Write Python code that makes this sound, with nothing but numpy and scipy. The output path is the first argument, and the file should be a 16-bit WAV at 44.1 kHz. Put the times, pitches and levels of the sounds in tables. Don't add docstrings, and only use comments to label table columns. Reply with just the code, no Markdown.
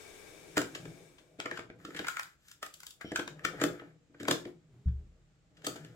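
import sys
import numpy as np
from scipy import signal
from scipy.fft import rfft, irfft, next_fast_len
from scipy.io import wavfile

SR = 44100
rng = np.random.default_rng(int(sys.argv[2]) if len(sys.argv) > 2 else 0)


def bounce(signal):
    frames = np.transpose(np.atleast_2d(signal))
    limited = np.clip(frames, -1, 1)
    pcm = np.round(limited * 32767).astype(np.int16)
    wavfile.write(sys.argv[1], SR, pcm)


N = 262395

# centre_hz, width_hz, relative_db
SHELL = [(860, 750, -8), (1100, 840, -3), (1272, 174, 4.5), (1513, 315, 3), (1745, 248, 6), (2290, 750, -2),
         (2530, 284, -2)]
# centre_hz, width_hz, relative_db
CRACK = [(3036, 740, 7), (3783, 1420, 4.5), (4960, 1160, 3), (5980, 680, 0), (7170, 1090, 1.5),
         (9460, 17000, -20), (11000, 4000, -17.5), (12820, 1900, -10.5), (14400, 1700, -11)]
# centre_hz, width_hz, relative_db
PANELS = [(296.8, 24.4, 0.5), (353.9, 12, 2.5), (415, 62, -6), (501, 46, -3), (630, 72, -6), (845, 20, -13)]
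# centre_hz, width_hz, relative_db
CABINET_AIR = [(120.3, 12, 0.5), (163.1, 11.3, 8.5)]
# time_s, panels_db, air_db
MURMUR_LEVELS = [(0.0, -67.5, -74.5), (0.4, -63.5, -72), (0.86, -58.5, -54), (1.14, -69, -74),
                 (1.62, -70.5, -62), (1.95, -61, -63), (2.3, -84, -83), (3.05, -77.5, -78.5),
                 (3.2, -64, -64.5), (3.66, -49.5, -52), (4.04, -80.5, -77), (4.39, -57, -59),
                 (4.59, -79.5, -69), (4.94, -78, -62.5), (5.39, -82, -75), (5.72, -60.5, -58),
                 (5.95, -68.5, -56)]


def amp(db):
    return 10 ** (np.asarray(db) / 20)


def pan(left_over_right_db):
    return amp(left_over_right_db * np.array([[0.5], [-0.5]]))


def unit(x):
    return x / np.sqrt(np.mean(x ** 2) + 1e-20)


def along(points, hz):
    point_hz, value = np.transpose(points)
    return np.interp(np.log(hz + 1), np.log(point_hz + 1), value)


def curves(rows, outside=None):
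    time_s, *columns = np.transpose(rows)
    return [np.interp(np.arange(N) / SR, time_s, column, outside, outside) for column in columns]


def held(start_s, stop_s, level_db, edge_s, fade_db):
    points = [(start_s, level_db - 19), (start_s + edge_s, level_db),
              (stop_s - edge_s, level_db - fade_db), (stop_s, level_db - 25.5)]
    return amp(curves(points, outside=-120)[0])


def filtered(x, gain):
    size = next_fast_len(N + SR // 2)
    hz = np.fft.rfftfreq(size, 1 / SR)
    return irfft(rfft(x, size) * gain(hz), size)[..., :N]


def response(modes, f):
    ring = 0
    for k, (centre, width, db) in enumerate(modes):
        resonance = 1j * f * width / (centre * centre - f * f + 1j * f * width)
        ring = ring + (-1) ** k * amp(db) * resonance
    return ring / np.sqrt(np.mean(abs(ring) ** 2))


def body(x, modes):
    return filtered(x, lambda f: response(modes, f))


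def pair(size, alike):
    common, opposite = rng.standard_normal((2, size))
    turn = np.arccos(np.clip(alike, 0, 1)) / 2
    return np.cos(turn) * common + np.sin(turn) * opposite * [[1], [-1]]


def gritty(spread_db, count):
    step_db = spread_db * rng.standard_normal(N // count + 1)
    return unit(np.repeat(amp(step_db), count)[:N])


def tilt(s, f):
    # time_s, tilt_db_per_octave
    openness = [(0.62, 1.5), (0.75, -4), (1.3, -4.5), (2.04, -2.5), (2.08, 3), (2.9, 4), (3.12, -1.5),
                (3.65, -0.5), (3.8, -15.5), (4.28, 0.5), (4.45, -8), (5.6, -6), (5.67, 2.5), (5.9, -5)]
    octaves = np.log2(np.clip(f, 2500, None) / 6000)
    return amp(np.interp(s, *np.transpose(openness)) * octaves)


def drive():
    # centre_hz, width_hz, relative_db
    housing = [(410, 50, 5), (1610, 56, -4), (2288, 92, -0.5), (3650, 150, -8.5), (5360, 180, -12),
               (6600, 170, -11.5), (8070, 75, -5.5), (8470, 160, -35), (11200, 150, -16.5)]
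    # frequency_hz, relative_db_per_hz
    bed_spectrum = [(88, -10), (150, -15.5), (439, -11.5), (1870, -18), (2310, -15), (2870, -20),
                    (8070, -20), (16000, -32)]
    start_db, sag_db_per_s = -56.5, 7.5
    stop_s, run_down_db_per_s = 1, 35.5
    bed = unit(filtered(pair(N, 0.059), lambda hz: amp(along(bed_spectrum, hz))))
    whirr = bed + amp(1.0) * body(pair(N, 0.25), housing)
    t = np.arange(N) / SR
    level_db = start_db - sag_db_per_s * t - run_down_db_per_s * np.maximum(t - stop_s, 0)
    return amp(level_db) * whirr * pan(7)


def hiss():
    # frequency_hz, relative_db_per_hz
    spectrum = [(15, -33), (25, -8.5), (149, -6), (249, -16.5), (624, -27), (714, -26.5), (818, -19.5),
                (911, -27), (1230, -21), (1790, -23), (2480, -24.5), (5880, -30.5), (7510, -26.5),
                (9570, -45.5), (16000, -55.5)]
    # frequency_hz, correlation
    likeness = [(60, 0.7), (240, 0.26), (950, 0.05), (3770, 0.073), (15000, 0.13)]

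    def mid_side_gain(hz):
        turn = np.arccos(np.clip(along(likeness, hz), -1, 1)) / 2
        return amp(along(spectrum, hz)) * [np.cos(turn), np.sin(turn)]

    mid, side = filtered(rng.standard_normal((2, N)), mid_side_gain)
    return amp(-73) * unit(np.array([mid + side, mid - side]))


def murmur():
    panels_db, air_db = curves(MURMUR_LEVELS)
    noise = gritty(spread_db=3.5, count=300) * rng.standard_normal((2, N))
    panels = body(amp(panels_db) * noise[0], PANELS)
    air = body(amp(air_db) * noise[1], CABINET_AIR)
    return (panels + air) * pan(1.6)


def rumble():
    steady_db, below_murmur_db = -81, -18.5
    level = amp(steady_db) + amp(curves(MURMUR_LEVELS)[0] + below_murmur_db)
    return level * body(pair(N, 1.0), [(55, 17, 0)])


def slide():
    # start_s, fastest_s, stop_s, fastest_db, fizz_db (before the tilt, over the shell)
    strokes = [(0.537, 0.62, 0.97, -60, -3), (1.38, 1.57, 1.65, -56, -3), (1.787, 2.106, 2.34, -50.5, -5),
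               (2.386, 2.495, 2.6, -69, 6), (2.62, 2.86, 2.99, -72.5, 6),
               (3.355, 3.622, 3.92, -50.5, -14.5), (4.135, 4.368, 4.51, -59.5, -5.5),
               (5.548, 5.75, 6.1, -61, -4)]
    start_below_db, stop_below_db = -20, -22
    rub, fizz = np.zeros(N), np.zeros((2, N))
    grit = gritty(spread_db=1, count=120) * pan(3)
    for start, fastest, stop, db, fizz_db in strokes:
        swell = [(start, db + start_below_db), (fastest, db), (stop, db + stop_below_db)]
        level = amp(curves(swell, outside=-120)[0])
        rub += level
        treble = filtered(grit * pair(N, 0.86), lambda f: response(CRACK, f) * tilt(fastest, f))
        fizz += amp(fizz_db) * level * treble
    return body(rub * grit * pair(N, 0.71), SHELL) + fizz


def ticks():
    # time_s, shell_db, crack_db (relative to the shell), rattle_s
    contacts = [(0.568, -25.5, -7.5, 0.0078), (0.5773, -23, -2, 0.0037), (0.615, -33.5, -5, 0.0049),
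                (0.7485, -42, 2, 0.011), (0.853, -46, -6, 0.0048), (1.182, -62, 2.5, 0.014),
                (1.4006, -30, -3.5, 0.0024), (1.4565, -32, -12, .0068), (1.511, -31, -13.5, 0.0047),
                (1.573, -38, -9, 0.0067), (1.592, -37.5, -8.5, .0036), (1.7, -45, -33, 0.0033),
                (1.799, -57, -30, 0.0043), (1.849, -40.5, -4.5, 0.006), (1.905, -46.5, -11, 0.0038),
                (1.946, -42.5, -10, 0.008), (1.9625, -41.5, -3, 0.016), (1.99, -33.5, -4.5, 0.0069),
                (2.044, -37, -17.5, 0.0073), (2.068, -35, -6, 0.0052), (2.0825, -25.5, -7, 0.0041),
                (2.169, -25, -12.5, 0.0018), (2.1935, -28.5, -8.5, 0.0043), (2.2324, -41, 5, 0.001),
                (2.483, -56.5, 5, 0.0035), (2.5136, -54, 7, 0.0047), (2.6267, -35, -5, 0.0084),
                (2.661, -48, 2, 0.0071), (2.739, -61, 15.5, 0.0061), (2.8025, -54, 8, .0038),
                (2.8316, -48, 1, 0.0048), (2.8656, -57.5, 16.5, 0.0059), (2.906, -65, 18.5, 0.0056),
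                (3.01, -42, -11.5, 0.012), (3.117, -39.5, -8, 0.0062), (3.1585, -25.5, -5.5, 0.0059),
                (3.1925, -32, -7, 0.0074), (3.276, -37.5, -2.5, 0.0041), (3.3933, -41.5, -14.5, 0.0015),
                (3.4488, -23.5, -7, 0.006), (3.5987, -40.5, -11, 0.0092), (3.6132, -28.5, -6, .0078),
                (3.6374, -24, -1.5, 0.003), (3.795, -46.5, -9, 0.0079), (4.144, -57, -24, 0.0068),
                (4.1987, -48, -4.5, 0.018), (4.215, -60, 10, .002), (4.2307, -44.5, 0.5, 0.003),
                (4.251, -41, -11, 0.0053), (4.282, -24.5, -4, 0.0054), (4.309, -26, 2, 0.0065),
                (4.452, -46, -4, 0.0046), (4.882, -61, -6, .009), (5.569, -64, 2, 0.01),
                (5.618, -61, -2, 0.0065), (5.6441, -46.5, 3, 0.013), (5.6662, -33.5, 3.5, 0.007),
                (5.758, -48, -0.5, 0.0082), (5.8467, -51, -1, 0.005)]
    out = np.zeros((2, N + SR))
    t = np.arange(-600, 3496) / SR
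    f = np.fft.rfftfreq(len(t), 1 / SR)
    after = np.maximum(t, 0)
    scuff = amp(-14.5) * np.exp(-abs(t) / 0.0052)
    for s, db, crack_db, length in contacts:
        pan_db = rng.normal(2.5, 1.5)
        rattle = np.exp(-(after / length) ** 2) * (1 - np.exp(-after / 0.0005))
        shape = scuff + rattle
        struck = [(centre, width, level + rng.normal(0, 2.66)) for centre, width, level in SHELL]
        shell = rfft(shape * pair(len(t), 0.6)) * response(struck, f)
        shell = shell / (1 + 1j * f / 3500) ** 2
        crack = rfft(shape * pair(len(t), 0.8)) * response(CRACK, f) * tilt(s, f)
        energy = np.linalg.norm(shape)
        both = energy * (shell / np.std(shell) + amp(crack_db) * crack / np.std(crack))
        both[1] *= np.exp(-2j * np.pi * f * rng.uniform(-3, 3) / SR)
        first = round((s + t[0]) * SR)
        out[:, first:first + len(t)] += amp(db) * pan(pan_db) * irfft(both)
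    return out[:, :N]


def knocks():
    # time_s, push_db, contact_s, pop_db (relative to the push)
    blows = [(0.571, -1, 0.00057, -6.5), (0.581, -10.5, 0.00062, -17), (0.752, -16.5, 0.0011, -15),
             (0.854, -12.5, 0.0021, -11), (1.387, -13.5, 0.0016, -22), (1.455, -13.5, 0.00047, -17),
             (1.515, -14, 0.00039, -18), (1.59, -19.5, 0.00031, 0), (1.699, -21, 0.0014, -2),
             (1.848, -16.5, 0.0021, -4), (1.883, -14.5, 0.0016, -18), (1.947, -16.5, 0.0015, -18),
             (1.995, -11.5, 0.0011, -6), (2.626, -31.5, 0.0002, -18), (3.045, -17.5, 0.0015, 6),
             (3.117, -8.5, 0.0012, -3.5), (3.187, -5, .0015, -16), (3.274, -14.5, 0.0017, -8.5),
             (3.449, -10, 0.0015, -3.5), (3.613, 0, 0.001, -24), (3.637, 0.5, 0.001, -16),
             (3.819, -22, 0.00077, -2), (4.097, -28, 0.0025, -8), (4.143, -32, 0.00086, -10),
             (4.201, -10, 0.0019, -15), (4.229, -12, 0.0015, -10), (4.257, -17, 0.001, -11),
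             (4.282, -0.5, 0.00052, -17.5), (4.307, -.5, 0.00091, -18.5), (4.455, -9.5, 0.0016, -13),
             (5.64, -21.5, 0.001, -16), (5.668, -9.5, 0.00062, -14.5), (5.757, -20, .0012, -3),
             (5.84, -23, 0.0016, -6)]
    push = np.zeros((2, N + SR))
    for s, db, contact, pop_db in blows:
        blow = np.sin(np.pi * np.arange(0, 1, 1 / (contact * SR)))
        first = round(s * SR) + 60
        push[:, first:first + len(blow)] += amp([[db], [db + pop_db]]) * blow / blow.sum()
    ring, pop = push[:, :N]
    panels = body(ring, PANELS)
    air = body(amp(-13.5) * ring, CABINET_AIR)
    return (panels + air + body(pop, [(250, 480, 0)])) * pan(1.6)


def squeak():
    # centre_hz, width_hz, relative_db
    guide_modes = [(1432, 70, -5.5), (2247, 28, -1), (3100, 110, 5.5), (5600, 33, -1.5)]
    level = held(start_s=3.04, stop_s=3.125, level_db=-54.5, edge_s=0.012, fade_db=-0.5)
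    return level * body(pair(N, 0.99), guide_modes)


def hum():
    level = held(start_s=4.66, stop_s=5.15, level_db=-57.5, edge_s=0.074, fade_db=9.5)
    return level * body(rng.standard_normal(N), [(120.4, 11.0, -2.5), (410, 8.7, -12.5)])


def thumps():
    # time_s, level_db (scales all the modes)
    falls = [(4.858, -21)]
    # frequency_hz, relative_db, t60_s
    ground = [(39.7, -20, 0.89), (60.1, -16, 0.46), (69.2, 3, 0.34), (76.6, -15, 0.53), (114.9, -7, 0.33),
              (168.8, -6.5, 0.21)]
    out, t = np.zeros(N + SR), np.arange(SR) / SR
    onset = 1 - np.exp(-t / 0.011)
    for s, db in falls:
        ring = sum(amp(level - 60 * t / t60) * np.sin(2 * np.pi * hz * t) for hz, level, t60 in ground)
        first = round(s * SR)
        out[first:first + SR] += amp(db) * ring * onset
    return out[:N] * pan(1)


def room(x, count=20):
    # frequency_hz, t60_s
    decay = [(150, 0.34), (500, 0.3), (2000, 0.23), (6000, 0.26), (14000, 0.24)]
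    out, size = np.zeros((2, N + SR)), N // count + 1
    for k in range(count):
        hz, t, z = signal.stft(rng.standard_normal((2, SR // 2)), SR, nperseg=256)
        alike = np.clip(1 - hz / 900, 0, 1)[:, None]
        z[1] = alike * z[0] + np.sqrt(1 - alike ** 2) * z[1]
        fall = amp(-60 * (t / along(decay, hz)[:, None]) ** 1.006)
        build_up = 1 - np.exp(-t / 0.0015)
        tail = signal.istft(z * fall * build_up, SR, nperseg=256)[1]
        stretch = x[:, k * size:(k + 1) * size]
        wet = signal.fftconvolve(stretch, tail / np.linalg.norm(tail[0]), axes=1)
        first = k * size + 150
        out[:, first:first + wet.shape[1]] += wet
    return out[:, :N]


def scene():
    bright = ticks() + slide() + squeak()
    bright[1] = np.roll(bright[1], 7)
    blows = knocks() + murmur()
    wet = room(amp(-4.5) * bright + amp(-2.5) * blows)
    return bright + blows + wet + rumble() + thumps() + hum() + drive() + hiss()


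def record(dry):
    return filtered(dry, lambda hz: amp(-25 * np.clip((hz - 15840) / 400, 0, 1)) * (hz < 16800))


dry = scene()
out = record(dry)
bounce(out)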